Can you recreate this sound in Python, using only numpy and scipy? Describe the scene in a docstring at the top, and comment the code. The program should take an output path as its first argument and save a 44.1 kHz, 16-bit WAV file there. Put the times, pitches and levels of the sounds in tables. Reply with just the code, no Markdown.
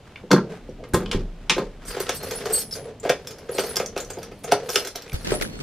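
"""In the small hall of a flat, a padded metal door is locked.
A sleeve brushes the padding, the slide bolt slams home and the door leaf booms. Then a bunch of keys
jingles, a key scrapes into the cylinder and turns, and the lock case clicks and clunks. Blows ring the
modes of leaf and case and echo off near walls; sliding parts stick and slip. Under it all lie still
air and the rumble of a hand on the microphone, which bumps, scrapes and creaks at the end."""
import sys
import numpy as np
from scipy import signal
from scipy.fft import rfft, irfft
from scipy.io import wavfile

SR = 44100
rng = np.random.default_rng(int(sys.argv[2]) if len(sys.argv) > 2 else 0)


def int16_out(signal):
    """Quantize to a 16-bit WAV file."""
    q = np.round(np.clip(np.atleast_2d(signal).T, -1, 1) * 32767)
    wavfile.write(sys.argv[1], SR, q.astype(np.int16))


N = 247930
AGE = np.arange(SR // 2) / SR   # seconds since a blow
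MODE_SCATTER_DB, MODE_DETUNE = 2, .018   # each blow lands on another spot, under another load
PART_HZ, KEEPER_HZ = 4000, 5100   # ring of a middling steel part; of the keeper

# modes of the door leaf and, at the top, its bolt plate: f/Hz, level/dB, t60/s
LEAF_MODES = [(137, -8, 0.25), (167.3, -2.5, 0.27), (188.4, -3, 0.2), (223, -5.5, 0.23), (287.4, 4, 0.063),
              (331.4, 3.5, 0.1), (366, 9, 0.12), (410, 10, 0.089), (490, 8, 0.089), (571.5, 8.5, 0.064),
              (790, -1, 0.074), (854, -4, 0.12), (914, 8, 0.08), (1034, 20, 0.014), (1058, 6.5, 0.095),
              (1195, 10.5, 0.033), (1242, 12, 0.093), (1330, 8, 0.1), (1464, -14, 0.053),
              (1520, 27, 0.0097), (1868, -1.5, 0.078), (2000, -8, 0.16), (3500, 21.5, 0.02),
              (4900, -10, 0.058)]
# the three clear key tones: f/Hz, t60/s, phase lead of the left side/rad
CLEAR_KEY_TONES = [(8181, 0.22, 1.15), (10265, 0.38, 1.3), (13158, 0.2, 1.6)]
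# spectrum of the jingling bunch: f/Hz, level/dB
JINGLE_SPECTRUM = [(3000, 23.5), (5200, 14), (7500, 9.5), (10000, 15.5), (13000, 8.5), (15500, 0)]


def from_db(db):
    """Decibels to gain."""
    return 10 ** (np.asarray(db) / 20)


def rms_one(x):
    """Scale to unit power."""
    return x / np.sqrt(np.mean(x ** 2) + 1e-20)


def at_hz(points, hz):
    """Read a table on a log-frequency axis."""
    f, value = np.transpose(points)
    return np.interp(np.log(np.maximum(hz, 1)), np.log(f), value)


def band(x, low, high, order=2):
    """Causal band-pass."""
    sos = signal.butter(order, [low, min(high, .45 * SR)], "band", fs=SR, output="sos")
    return signal.sosfilt(sos, x + 1e-18)


def colour(x, spectrum):
    """Give a steady sound a spectrum."""
    return irfft(rfft(x) * from_db(at_hz(spectrum, np.fft.rfftfreq(N, 1 / SR))), N)


def resonance(x, hz, width_hz):
    """Two-pole resonance with unit gain at its peak."""
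    r = np.exp(-np.pi * width_hz / SR)
    feedback = [1, -2 * r * np.cos(2 * np.pi * hz / SR), r * r]
    return signal.lfilter((1 - r * r) / 2 * np.array([1, 0, -1]), feedback, x + 1e-18)


def rise(seconds):
    """Attack with the given time constant."""
    return 1 - np.exp(-AGE / seconds)


def fade(t60):
    """Decay by 60 dB in t60 seconds."""
    return np.exp(-np.log(1000) * AGE / max(t60, .002))


def add(track, s, sound):
    """Mix a sound in at s seconds."""
    i = int(s * SR)
    track[..., i:i + sound.shape[-1]] += sound[..., :N - i]


def diffuse(mid, side):
    """Sound from all around: alike at both ears in the bass, wide in the treble."""
    # side relative to mid: f/Hz, level/dB
    width = [(30, -40), (60, -46), (250, -14), (500, -22.5), (1000, -11), (2000, -11.5), (4000, -5),
             (8000, 0), (13000, 10.5)]
    return mid + colour(side, width) * [[1], [-1]]


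def gestures(rows, attack_s, release_t60):
    """Each movement swells, holds and dies away; one gain curve per level column."""
    t, power = np.arange(N) / SR, 0
    for s, length, *db in rows:
        swell = np.clip((t - s) / attack_s, 0, 1)
        release = np.exp(-np.log(1000) * np.clip((t - s - length) / release_t60, 0, 2))
        power = power + (from_db(db)[:, None] * swell * release) ** 2
    return np.sqrt(power)


def slips(per_s, spread_db, smooth):
    """Tiny random stick-slip contacts over smooth friction, in two channels."""
    sizes = from_db(spread_db * np.minimum(rng.exponential(1, N), 4)) * (rng.random(N) < per_s / SR)
    grains = signal.lfilter([1], [1, -np.exp(-1 / (0.0041 * SR))], sizes)
    return (rms_one(grains) + smooth) * rng.standard_normal((2, N))


def blow(modes, register_db, rings, clatter_t60, clatter_db, crack_t60, crack_db, seat_s, treble_t60):
    """A crack, a clatter of dense modes and the body's main modes, balanced in five registers."""
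    # edges of the boom, body, clack, tick and edge registers: f/Hz
    edges = [125, 300, 800, 2300, 7000, 14000]
    body = sum(from_db(db + rng.normal(0, MODE_SCATTER_DB)) * rng.choice([-1, 1]) * fade(t60)
               * np.sin(2 * np.pi * hz * rng.normal(1, MODE_DETUNE) * AGE) for hz, db, t60 in modes)
    envelope = from_db(clatter_db) * fade(clatter_t60) + from_db(crack_db) * fade(crack_t60)
    clatter = envelope * rng.standard_normal(len(AGE))
    # the struck parts add short rings of their own: f/Hz, relative bandwidth, level/dB
    parts = sum(from_db(db) * resonance(clatter, hz, damping * hz) for hz, damping, db in rings)
    hit = (body + clatter + parts) * rise(seat_s)
    out = 0
    for db, low, high in zip(register_db, edges, edges[1:]):
        losses = fade(treble_t60 * (PART_HZ / low))   # higher registers die sooner
        register = band(hit, low, high, order=3) * losses
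        onset_rms = np.sqrt(np.mean(register[AGE < .02] ** 2))
        out = out + from_db(db) * register / onset_rms
    return out


def background():
    """Still air, and the rumble and rustle of a hand shifting on the microphone's case."""
    # room tone of the flat: f/Hz, level/dB
    air_spectrum = [(25, -5), (100, -0.5), (300, -8.5), (600, -5.5), (1200, -17.5), (3000, -19),
                    (7000, -31), (15000, -46)]
    # handling noise over time: t/s, rumble/dB, rustle/dB
    handling = [(0.0, -68, -59), (0.14, -68, -53.5), (0.45, -55, -50), (0.81, -55.5, -51),
                (1.11, -38.5, -38.5), (1.31, -55, -52.5), (1.81, -48, -52), (2.24, -60, -45.5),
                (3.46, -70, -53.5), (3.72, -66, -47), (4.05, -54, -50), (4.63, -70, -49), (4.88, -63, -61),
                (5.13, -69, -52.5), (5.31, -46, -37), (5.62, -54, -46)]
    times, *levels = np.transpose(handling)
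    rumble_db, rustle_db = (np.interp(np.arange(N) / SR, times, db) for db in levels)
    air, hand = (diffuse(*rng.standard_normal((2, N))) for _ in range(2))
    rumble = from_db(rumble_db + 7) * rms_one(band(colour(hand, [(30, 7.0), (80, -19)]), 33.7, 62.0))
    rustle = from_db(rustle_db + 4) * rms_one(band(hand, 54, 260))
    return from_db(-51) * rms_one(colour(air, air_spectrum)) + rumble + rustle


def sleeve():
    """Hand and sleeve brush over the door's padding in soft swells."""
    # brushing movements: t/s, length/s, level/dB
    brushes = [(0.02, 0.18, -53), (0.485, 0.055, -41), (0.58, 0.16, -58), (0.8, 0.1, -57.5),
               (1.26, 0.16, -63), (1.38, 0.21, -56), (1.68, 0.13, -61), (1.8, 0.18, -45.5)]
    # cloth on padding: f/Hz, level/dB
    cloth_spectrum = [(300, 0), (700, -4), (1500, -0.5), (3000, -11.5), (6000, -19.5), (12000, -30),
                      (16000, -54)]
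    swells, = gestures(brushes, attack_s=0.036, release_t60=0.28)
    friction = diffuse(*slips(per_s=120, spread_db=0, smooth=1.0))
    return swells * rms_one(colour(friction, cloth_spectrum))


def bolt():
    """The slide bolt snaps against plate and keeper on the padded leaf; softer contacts are duller."""
    # bolt contacts: t/s, clunk/dB, tick/dB, ring of the part/Hz, clatter t60/s, top of the spectrum/Hz
    snaps = [(0.158, -59, -31.5, 2220, 0.025, 3120), (0.233, -30, -83, 2970, 0.026, 676),
             (0.687, -27, -80, 4730, 0.013, 620), (0.838, -38, -44, 3900, 0.074, 6960),
             (1.06, -52, -30.5, 2800, 0.017, 4400), (1.113, -43, -20, 2880, 0.067, 8100),
             (1.132, -32, -34, 2600, 0.09, 6500), (1.496, -26, -9.5, 2670, 0.14, 8200),
             (1.504, -21.5, -19.5, 3180, 0.0092, 7500)]
    out = np.zeros(N)
    for s, clunk_db, tick_db, ring_hz, clatter_t60, top_hz in snaps:
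        clack_db = (clunk_db + tick_db) / 2 + 3.5
        register_db = [clunk_db - 3, clunk_db, clack_db, tick_db, tick_db - 8.5]
        rings = [(500, .3, 7), (950, .25, 9), (ring_hz, .33, 15), (KEEPER_HZ, .25, -3)]
        hit = blow(LEAF_MODES, register_db, rings, clatter_t60, clatter_db=21,
                   crack_t60=0.011, crack_db=22.5, seat_s=0.00034, treble_t60=0.4)
        add(out, s, from_db(-8.5) * band(hit, 37, top_hz, order=3))
    return out


def door():
    """The leaf booms and clacks under heavy knocks, each taking a moment to seat, and rattles back."""
    # knocks and rebounds: t/s, boom/dB, body/dB, clack/dB, tick/dB, edge/dB, clatter t60/s
    knocks = [(0.306, -17, -15.5, -35, -35, -58, 0.048), (0.3133, -16, -19, -14.5, -18, -31.5, 0.041),
              (0.329, -7, -9, -18, -25.5, -35, 0.037), (0.362, -26, -22, -24, -54, -54, 0.05),
              (0.38, -22, -21, -28, -50, -60, 0.038), (0.935, -15, -24, -28, -34, -31, 0.14),
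              (0.943, -22, -14, -20, -27, -28.5, 0.066), (0.965, -42, -24.5, -52, -49, -43, 0.12),
              (1.003, -25, -30, -36, -57, -52, 0.072), (1.03, -35, -32, -42, -56, -58, 0.06),
              (1.143, -21, -22, -41, -47, -55, 0.094), (1.178, -27, -33.5, -55, -60, -75, 0.046),
              (1.564, -33, -22, -34, -54, -51, 0.069), (1.58, -28, -17.5, -27.5, -35.5, -47, 0.072),
              (1.587, -29.5, -24, -36, -40, -54, 0.059), (1.618, -39, -25.5, -41, -50, -69, 0.06)]
    rings = [(4300, .25, 15), (KEEPER_HZ, .2, 4)]   # bolt plate and keeper
    out = np.zeros(N)
    for s, *register_db, clatter_t60 in knocks:
        hit = blow(LEAF_MODES, register_db, rings, clatter_t60, clatter_db=15,
                   crack_t60=0.039, crack_db=-21, seat_s=0.001, treble_t60=0.39)
        add(out, s, from_db(-4) * hit)
    return out


def rubbing():
    """Stick-slip strokes grate over a humming body, and the bunch of keys rustles and tinkles."""
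    # scraping strokes of bolt and key, and of fingers on the microphone at the end:
    # t/s, length/s, body/dB, grit/dB
    strokes = [(0.4, 0.057, -37.5, -61), (0.495, 0.028, -32.5, -55), (0.785, 0.025, -36, -71),
               (0.99, 0.074, -38.5, -51.5), (1.12, 0.0065, -33, -36), (1.2, 0.059, -46.5, -80),
               (1.585, 0.043, -33.5, -48.5), (1.89, 0.24, -39, -43), (2.2, 0.39, -35, -43),
               (2.43, 0.093, -30, -44.5), (2.76, 0.13, -36, -53.5), (3.025, 0.095, -35.5, -46.5),
               (3.1, 1, -43, -57), (3.49, 0.22, -37, -52), (3.66, 0.062, -34, -41.5),
               (3.79, 0.56, -58, -75), (4.0, 0.27, -42.5, -54), (4.47, 0.052, -30, -42),
               (4.56, 0.11, -36, -49.5), (4.73, 0.067, -44, -54), (4.97, 0.26, -46.5, -50.5),
               (5.25, 0.055, -62, -40), (5.37, 0.37, -50, -57)]
    # the bunch is shaken or brushes the hand: t/s, length/s, level/dB
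    shakes = [(1.86, 0.061, -30.5), (1.99, 0.025, -24), (2.12, 0.05, -31), (2.22, 0.18, -33),
              (2.43, 0.17, -38), (2.52, 0.096, -25), (2.71, 0.058, -35), (3.08, 0.49, -56),
              (3.52, 0.15, -31.5), (3.64, 0.091, -36), (3.79, 0.024, -35), (3.965, 0.055, -42),
              (4.04, 0.12, -50), (4.32, 0.16, -54), (4.62, 0.085, -43.5), (4.7, 0.1, -26.5),
              (4.89, 0.022, -43), (5.125, 0.21, -40.5), (5.25, 0.16, -42)]
    # colour of the scraping: f/Hz, level/dB
    scrape_spectrum = [(250, -39), (380, 2.5), (460, 10.5), (620, -1.5), (900, -5), (1400, -7.5),
                       (2400, -14.5), (4000, -18)]
    pressure, grit = gestures(strokes, attack_s=0.0093, release_t60=0.29)
    shaking, = gestures(shakes, attack_s=0.023, release_t60=0.17)
    contacts = diffuse(*slips(per_s=260, spread_db=3, smooth=.6))
    grating = colour(contacts, scrape_spectrum)
    body = from_db(-1) * pressure * rms_one(band(grating, 368, 744, order=3))
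    scrape = from_db(2) * grit * rms_one(band(grating, 1340, 5700))
    rustle = .7 * rms_one(band(colour(contacts, JINGLE_SPECTRUM), 3000, 16500))
    chinks = .9 * tinkle(per_s=1300, t60=.1, spread_db=2.8, pitch_count=56)
    return body + scrape + from_db(-9) * shaking * (rustle + chinks) + key_shimmer(shaking)


def clinks():
    """Small steel parts touch: high modes ring for an instant while the parts skid and chatter."""
    # touches of keys, key ring and other small steel: t/s, level/dB, f/Hz
    touches = [(0.693, -43.5, 5640), (0.888, -44.5, 11200), (1.859, -36, 9100), (1.881, -31.5, 8230),
               (1.892, -37, 8400), (2.002, -23, 13700), (2.009, -29, 14000), (2.147, -35, 13000),
               (2.23, -25, 13300), (2.242, -26.5, 10800), (2.25, -31, 13400), (2.286, -35, 11600),
               (2.31, -25, 6730), (2.311, -27, 13400), (2.356, -29, 10000), (2.501, -37, 8000),
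               (2.509, -34, 8000), (2.524, -19, 8400), (2.533, -22, 13000), (2.59, -22, 5250),
               (2.603, -24, 12300), (2.611, -32, 12400), (2.619, -22.5, 5300), (2.738, -19.5, 4900),
               (2.71, -26, 5200), (2.753, -28.5, 9800), (2.761, -31, 6460), (2.856, -46, 8100),
               (2.999, -31.5, 7300), (3.03, -39, 7400), (3.039, -35, 7050), (3.758, -15, 5400),
               (3.758, -24, 10100), (3.768, -20, 7260), (3.8602, -16, 6070), (4.047, -27.5, 5900),
               (4.103, -26.5, 7400), (4.134, -28.5, 6770), (4.39, -44, 11200), (4.436, -31, 9560),
               (4.449, -33, 8900), (4.695, -22, 6000), (4.744, -29, 6400), (4.757, -4, 5300),
               (4.764, -20, 5700), (4.961, -45, 4300), (5.112, -43, 11800), (5.132, -28, 12000),
               (5.314, -31, 10200), (5.422, -25, 12800)]
    # modes of a small part: multiple of the pitch, level/dB
    modes = [(.86, -8), (1, 4.5), (1.09, -10.5), (1.31, -15.5), (1.621, -17)]
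    envelope = fade(0.0098) + from_db(-28) * fade(0.043)   # contact damps the ring; a thin tail lingers
    out = np.zeros(N)
    for s, db, hz in touches:
        ring = sum(from_db(mode_db)
                   * np.sin(2 * np.pi * (hz * ratio * rng.normal(1, MODE_DETUNE) * AGE + rng.random()))
                   for ratio, mode_db in modes)
        skid = rms_one(resonance(rng.standard_normal(len(AGE)), hz, 0.12 * hz))
        chatter = from_db(-5.5) * skid * fade(0.034)
        add(out, s, from_db(db - 5) * (ring * envelope + chatter) * rise(0.00063))
    return out


def thumps():
    """Dull low thumps: first at the door, then handling bumps on the microphone."""
    # low, dying tones: t/s, level/dB, f/Hz, t60/s
    bumps = [(0.937, -16, 66, 0.1), (0.939, -25.5, 106, 0.27), (1.148, -19.5, 31.06, 0.79),
             (1.151, -24, 101, 0.35), (5.128, -28, 141, 0.17), (5.141, -15.5, 71, 0.086),
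             (5.141, -30, 37.8, 0.53), (5.597, -31.5, 145, 0.3)]
    out = np.zeros(N)
    for s, db, hz, t60 in bumps:
        add(out, s, from_db(db) * np.sin(2 * np.pi * hz * AGE) * fade(t60))
    return out


def lock():
    """Key, pins and levers strike inside the steel case; a faint hiss swells just before each click."""
    # contacts in the lock: t/s, clunk/dB, tick/dB, clunk/Hz, ring of the part/Hz
    clicks = [(1.852, -38, -43, 437, 6100), (1.968, -20, -37.5, 484, 2900), (2.002, -18.5, -32, 392, 8400),
              (2.093, -19, -20, 560, 2740), (2.234, -27, -35.5, 453, 5600), (2.31, -26, -29.5, 441, 4400),
              (2.457, -19, -30.5, 410, 4900), (2.501, -24.5, -40, 443, 8100), (2.71, -57, -42, 463, 5070),
              (2.725, -38, -47, 430, 5100), (2.754, -33, -36.5, 550, 5700), (2.854, -41, -60, 450, 8170),
              (3.384, -46, -43.5, 443, 5030), (3.051, -15.5, -38.5, 490, 3020),
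              (3.071, -25.5, -44, 436, 2260), (3.0947, -12.5, -20.5, 483, 2870),
              (3.099, -9.5, -22.5, 500, 2400), (3.272, -44, -31.5, 440, 5370), (3.308, -42, -37, 430, 4900),
              (3.491, -21.5, -43.5, 420, 3720), (3.547, -24.5, -50, 443, 8100),
              (3.584, -14.5, -24, 490, 2900), (3.594, -18.5, -24, 474, 4700),
              (3.637, -23.5, -33, 454, 5100), (3.758, -48, -25.5, 400, 5050),
              (3.768, -26.5, -21, 405, 5000), (3.799, -15, -28.5, 490, 2650), (3.839, -30, -51, 450, 3500),
              (3.861, -39, -41, 426, 6100), (3.964, -19, -35, 470, 2660), (3.977, -26, -28, 463, 4050),
              (4.003, -37, -32, 540, 6650), (4.046, -61, -49, 425, 5650), (4.102, -31, -36, 624, 6360),
              (4.171, -25.5, -55, 467, 4600), (4.185, -67, -42.5, 455, 5100), (4.23, -37, -35.5, 454, 5000),
              (4.316, -31.5, -48, 430, 2780), (4.442, -27, -34.5, 595, 6840), (4.516, -21, -31, 510, 4300),
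              (4.521, -6.5, -17, 640, 4300), (4.527, -15.5, -34, 725, 2360), (4.548, -28.5, -58, 646, 2300),
              (4.691, -24, -28, 480, 5670), (4.702, -33, -27, 557, 5100), (4.743, -28, -34, 524, 6420),
              (4.7585, -14.5, -14.5, 436, 2830), (4.777, -23, -57, 455, 4780), (4.802, -29, -53, 450, 2600),
              (4.822, -32, -41, 440, 2400), (4.849, -30.5, -30.5, 441, 4130),
              (4.872, -32.5, -29, 420, 5600), (4.953, -29.5, -40.5, 487, 4630),
              (4.958, -38, -27, 635, 4000), (5.021, -61, -38, 450, 4520), (5.13, -36, -37.5, 343, 3600),
              (5.319, -11.5, -35.5, 576, 4700), (5.338, -43, -49, 437, 5000),
              (5.412, -25.5, -31, 387, 4300)]
    # modes of the lock case: f/Hz, level/dB, t60/s
    case_modes = [(404, 4, 0.076), (441, 7.5, 0.06), (492, -7, 0.18), (550, 0.5, 0.064), (632, -9.5, 0.13),
                  (781, -16, 0.17), (1276, 2.5, 0.065), (1530, 11, 0.014), (2400, -8.5, 0.063),
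                  (3020, -30, 0.05), (3120, -6.5, 0.15), (3445, 11, 0.023), (5100, 18, 0.007),
                  (5900, 17, 0.01)]
    usual_tick_db, hiss_s = -33.5, .006
    out, lead_in = np.zeros(N), AGE[AGE < hiss_s]
    for s, clunk_db, tick_db, clunk_hz, ring_hz in clicks:
        # a smaller, higher part has less clack, more edge, a clearer ring and a shorter clatter
        pitch = ring_hz / PART_HZ
        octaves = np.log2(pitch)
        clack_db = (clunk_db + tick_db) / 2 - 2.5 - octaves
        edge_db = tick_db - 7.5 + 5.5 * octaves
        case_db = [clunk_db, clack_db, tick_db, edge_db]
        boom_db = clunk_db - 14.5   # a little of each blow passes into the leaf
        # a harder tick cracks louder, seats faster and chokes its clatter sooner
        hard_db = tick_db - usual_tick_db
        hardness = from_db(hard_db)
        rings = [(clunk_hz, .35, 10), (ring_hz, .13, 7 + 3 * octaves)] + pin_overtones(hard_db)
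        hit = blow(case_modes, [boom_db, *case_db], rings,
                   clatter_t60=0.1 / hardness ** 0.18 / pitch ** 0.055, clatter_db=12,
                   crack_t60=0.0024, crack_db=19 + 0.47 * hard_db,
                   seat_s=0.0002 / hardness ** 0.69, treble_t60=0.36)
        add(out, s, from_db(-7.5) * hit)
        hiss = rms_one(band(rng.standard_normal(len(lead_in)), 470, 3800))
        add(out, s - lead_in[-1], from_db(np.mean(case_db) - 5) * hiss * lead_in / lead_in[-1])
    return out


def pin_overtones(hard_db):
    """Each contact finds three narrow overtones of key and pins; light touches ring most clearly."""
    clear_db = min(11 - .6 * hard_db, 17)
    ranges = [(4200, 7000, 0), (7000, 10500, -2), (10500, 14000, -3)]   # low/Hz, high/Hz, level/dB
    return [(rng.uniform(low, high), .022, clear_db + db) for low, high, db in ranges]


def tinkle(per_s, t60, spread_db, pitch_count):
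    """Keys and ring touch at random in the hand; each touch rings briefly at one of many pitches."""
    sizes = from_db(spread_db * np.minimum(rng.exponential(1, N), 3))
    touches = sizes * (rng.random(N) < per_s / SR) * rng.choice([-1, 1], N)
    pitch_index = rng.integers(0, pitch_count, N)
    pitches = np.geomspace(4100, 14900, pitch_count) * rng.uniform(.98, 1.02, pitch_count)
    out = 0
    for k, hz in enumerate(pitches):
        pole = from_db(-60 / (t60 * SR)) * np.exp(2j * np.pi * hz / SR)
        ring = signal.lfilter([1], [1, -pole], touches * (pitch_index == k) + 1e-18)
        ear_phases = rng.normal(0, 0.85, (2, 1))
        out = out + np.real(ring * np.exp(1j * ear_phases))
    return rms_one(colour(out, JINGLE_SPECTRUM))


def key_shimmer(shaking):
    """Countless light touches keep the clear key tones ringing while the bunch moves."""
    out = 0
    for hz, t60, lead in CLEAR_KEY_TONES:
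        r = from_db(-60 / (t60 * SR))
        touches = shaking * rng.standard_normal(N) + 1e-18
        ring = signal.lfilter([np.sqrt(1 - r * r)], [1, -r * np.exp(2j * np.pi * hz / SR)], touches)
        out = out + np.real(ring * np.exp(1j * np.array([[lead], [0]])))
    return from_db(-19.5) * out


def hanging_keys():
    """Struck keys ring thin and high and buzz on their neighbours until a key or finger stops them."""
    # strikes on a hanging key: t/s, f/Hz, level/dB, t60/s, free ringing time/s
    strikes = [(1.88, 8230, -27, 0.082, 0.028), (1.905, 10265, -45, 0.27, .06),
               (1.92, 4850, -39, 0.28, 0.053), (2.1, 5330, -40, 0.38, .1), (2.146, 13158, -30.5, 0.2, 0.04),
               (2.146, 10150, -35.5, 0.21, 0.041), (2.16, 8181, -34, 0.28, 0.028),
               (2.19, 4280, -43, 0.99, .2), (2.36, 5260, -43, 0.45, .1), (2.315, 7300, -49, .25, .04),
               (2.354, 10330, -28.5, 0.33, 0.026), (2.526, 13200, -21, 0.19, .04),
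               (2.531, 8170, -13, 0.34, 0.065), (2.535, 4520, -28, 0.34, 0.043),
               (2.56, 15200, -44, .2, 0.022), (2.572, 13158, -27, .3, .05), (2.595, 12200, -31, .2, .025),
               (2.61, 10265, -32, 0.33, 0.13), (2.66, 8181, -53, 0.77, .15), (2.66, 13158, -55, 0.38, .08),
               (2.71, 10350, -39.5, 0.55, .16), (2.712, 5200, -32, .15, .04),
               (2.725, 5160, -15, 0.036, .06), (3.272, 5290, -43, .4, 0.14),
               (3.512, 10265, -33.5, 0.22, 0.057), (3.512, 11650, -37, .1, .03),
               (3.545, 8180, -29, 0.092, .03), (3.6, 8230, -24.5, 0.081, .05),
               (3.663, 13158, -36, 0.23, .06), (3.663, 14900, -48, .25, 0.056),
               (3.69, 10300, -29, 0.21, 0.037), (3.71, 8100, -37, 0.18, 0.018),
               (3.766, 5100, -11.5, 0.04, .04), (4.7, 13158, -29, 0.1, .05),
               (4.761, 5370, -23, 0.067, 0.069), (4.78, 4100, -48, .9, .33), (5.085, 10265, -49, 0.27, .04),
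               (5.23, 10265, -59, 0.48, 0.087), (5.323, 8160, -28, 0.14, .03),
               (5.348, 10265, -24.5, 0.12, 0.083), (5.425, 10265, -31.5, 0.19, 0.11),
               (5.47, 13158, -58, .45, .09), (5.505, 4310, -48.5, 1, .08), (5.57, 8181, -51, 0.4, 0.043)]
    stopped_t60 = 0.12
    leads = [(hz, lead) for hz, _, lead in CLEAR_KEY_TONES]
    out = np.zeros((2, N))
    for s, hz, db, t60, free_s in strikes:
        phase = 2 * np.pi * (hz * AGE + rng.random()) + np.array([[at_hz(leads, hz)], [0]])
        buzz = from_db(-14) * rms_one(band(rng.standard_normal((2, len(AGE))), 40, 700))
        hiss = rms_one(band(rng.standard_normal(len(AGE)), 4500, 14000))
        sizzle = from_db(-19) * hiss * fade(0.18)   # the key swings on its ring
        stopped = np.exp(-np.log(1000) * np.maximum(AGE - free_s, 0) / stopped_t60)
        envelope = rise(0.0029) * fade(t60) * stopped
        add(out, s, from_db(db) * (np.sin(phase) * (1 + buzz) + sizzle) * envelope)
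    return out


def creaks():
    """The microphone's case slips under the fingers: a dry crack and a short plastic ring."""
    # single slips: t/s, peak/dB, f/Hz
    ticks = [(5.059, -44, 2400), (5.078, -33, 2340), (5.096, -31, 2320), (5.119, -29.5, 2380),
             (5.251, -31, 1610), (5.261, -31, 1640), (5.309, -23, 1810), (5.339, -21, 1510),
             (5.399, -26, 1640), (5.413, -22.5, 1850), (5.422, -16.5, 1770), (5.449, -25.5, 1590),
             (5.59, -31.5, 1490)]
    out = np.zeros(N)
    for s, db, hz in ticks:
        crack = band(rng.standard_normal(len(AGE)), 900, 8000) * fade(0.016) * rise(.001)
        tick = resonance(crack, hz, 0.17 * hz) + from_db(-17.5) * crack
        add(out, s, from_db(db) * tick / np.abs(tick).max())
    return out


def grip():
    """Skin sticks and slips right beside the microphone's ports, differently at each."""
    # shifts of the fingers: t/s, length/s, level/dB
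    shifts = [(5.14, 0.0096, -34.5), (5.245, 0.066, -31), (5.32, 0.0097, -27), (5.41, 0.005, -24.5),
              (5.46, 0.15, -43), (5.6, 0.03, -32.5)]
    # skin on the case: f/Hz, level/dB
    skin_spectrum = [(40, -9), (130, 1), (300, 1), (450, 2), (700, -10), (2000, -10.5), (5000, -13.5),
                     (12000, -25)]
    swells, = gestures(shifts, attack_s=0.0019, release_t60=0.24)
    mid, side = rms_one(colour(slips(per_s=320, spread_db=3.5, smooth=0.49), skin_spectrum))
    return swells * (from_db(-10.5) * mid + side * [[1], [-1]])


def hall(x):
    """Dense reflections off near walls, dying band by band."""
    # decay of the hall: f/Hz, t60/s
    decay = [(100, 0.6), (500, 0.24), (2000, 0.17), (6000, 0.24), (14000, 0.039)]
    # reverberant share: f/Hz, level/dB
    wet = [(100, -9.5), (500, -7), (2000, -2.5), (6000, -7.5), (14000, -2)]
    # side of the reflections relative to mid: f/Hz, level/dB
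    width = [(100, -51), (250, -24), (500, -27), (1000, -16.5), (2000, -13), (4000, -6), (8000, 6.5)]
    build_up = 1 - np.exp(-(AGE / 0.00047) ** 2)
    response, edges = 0, np.geomspace(70, 12500, 10)
    for low, high in zip(edges, edges[1:]):
        hz = np.sqrt(low * high)
        mid, side = band(rng.standard_normal((2, len(AGE))), low, high)
        reflections = mid + from_db(at_hz(width, hz)) * side * [[1], [-1]]
        tail = fade(at_hz(decay, hz)) * build_up
        gain = from_db(at_hz(wet, hz)) / np.sqrt(np.sum(tail ** 2))
        response = response + gain * tail * reflections
    return signal.fftconvolve(x[None], response, axes=1)[:, :N]


def scene():
    """Door and lock straight ahead; their hits stir the hall, everything else stays dry."""
    hits = door() + bolt() + lock() + clinks()
    return (hits + hall(hits) + hanging_keys() + thumps() + rubbing() + sleeve()
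            + background() + grip() + creaks())


def record(dry):
    """The highest peaks are rounded and the top is cut."""
    stopband_hz = 16600
    rounded = 2 * np.tanh(dry / 2)
    return signal.sosfilt(signal.cheby2(12, 60, stopband_hz, fs=SR, output="sos"), rounded)


dry = scene()
out = record(dry)
int16_out(out)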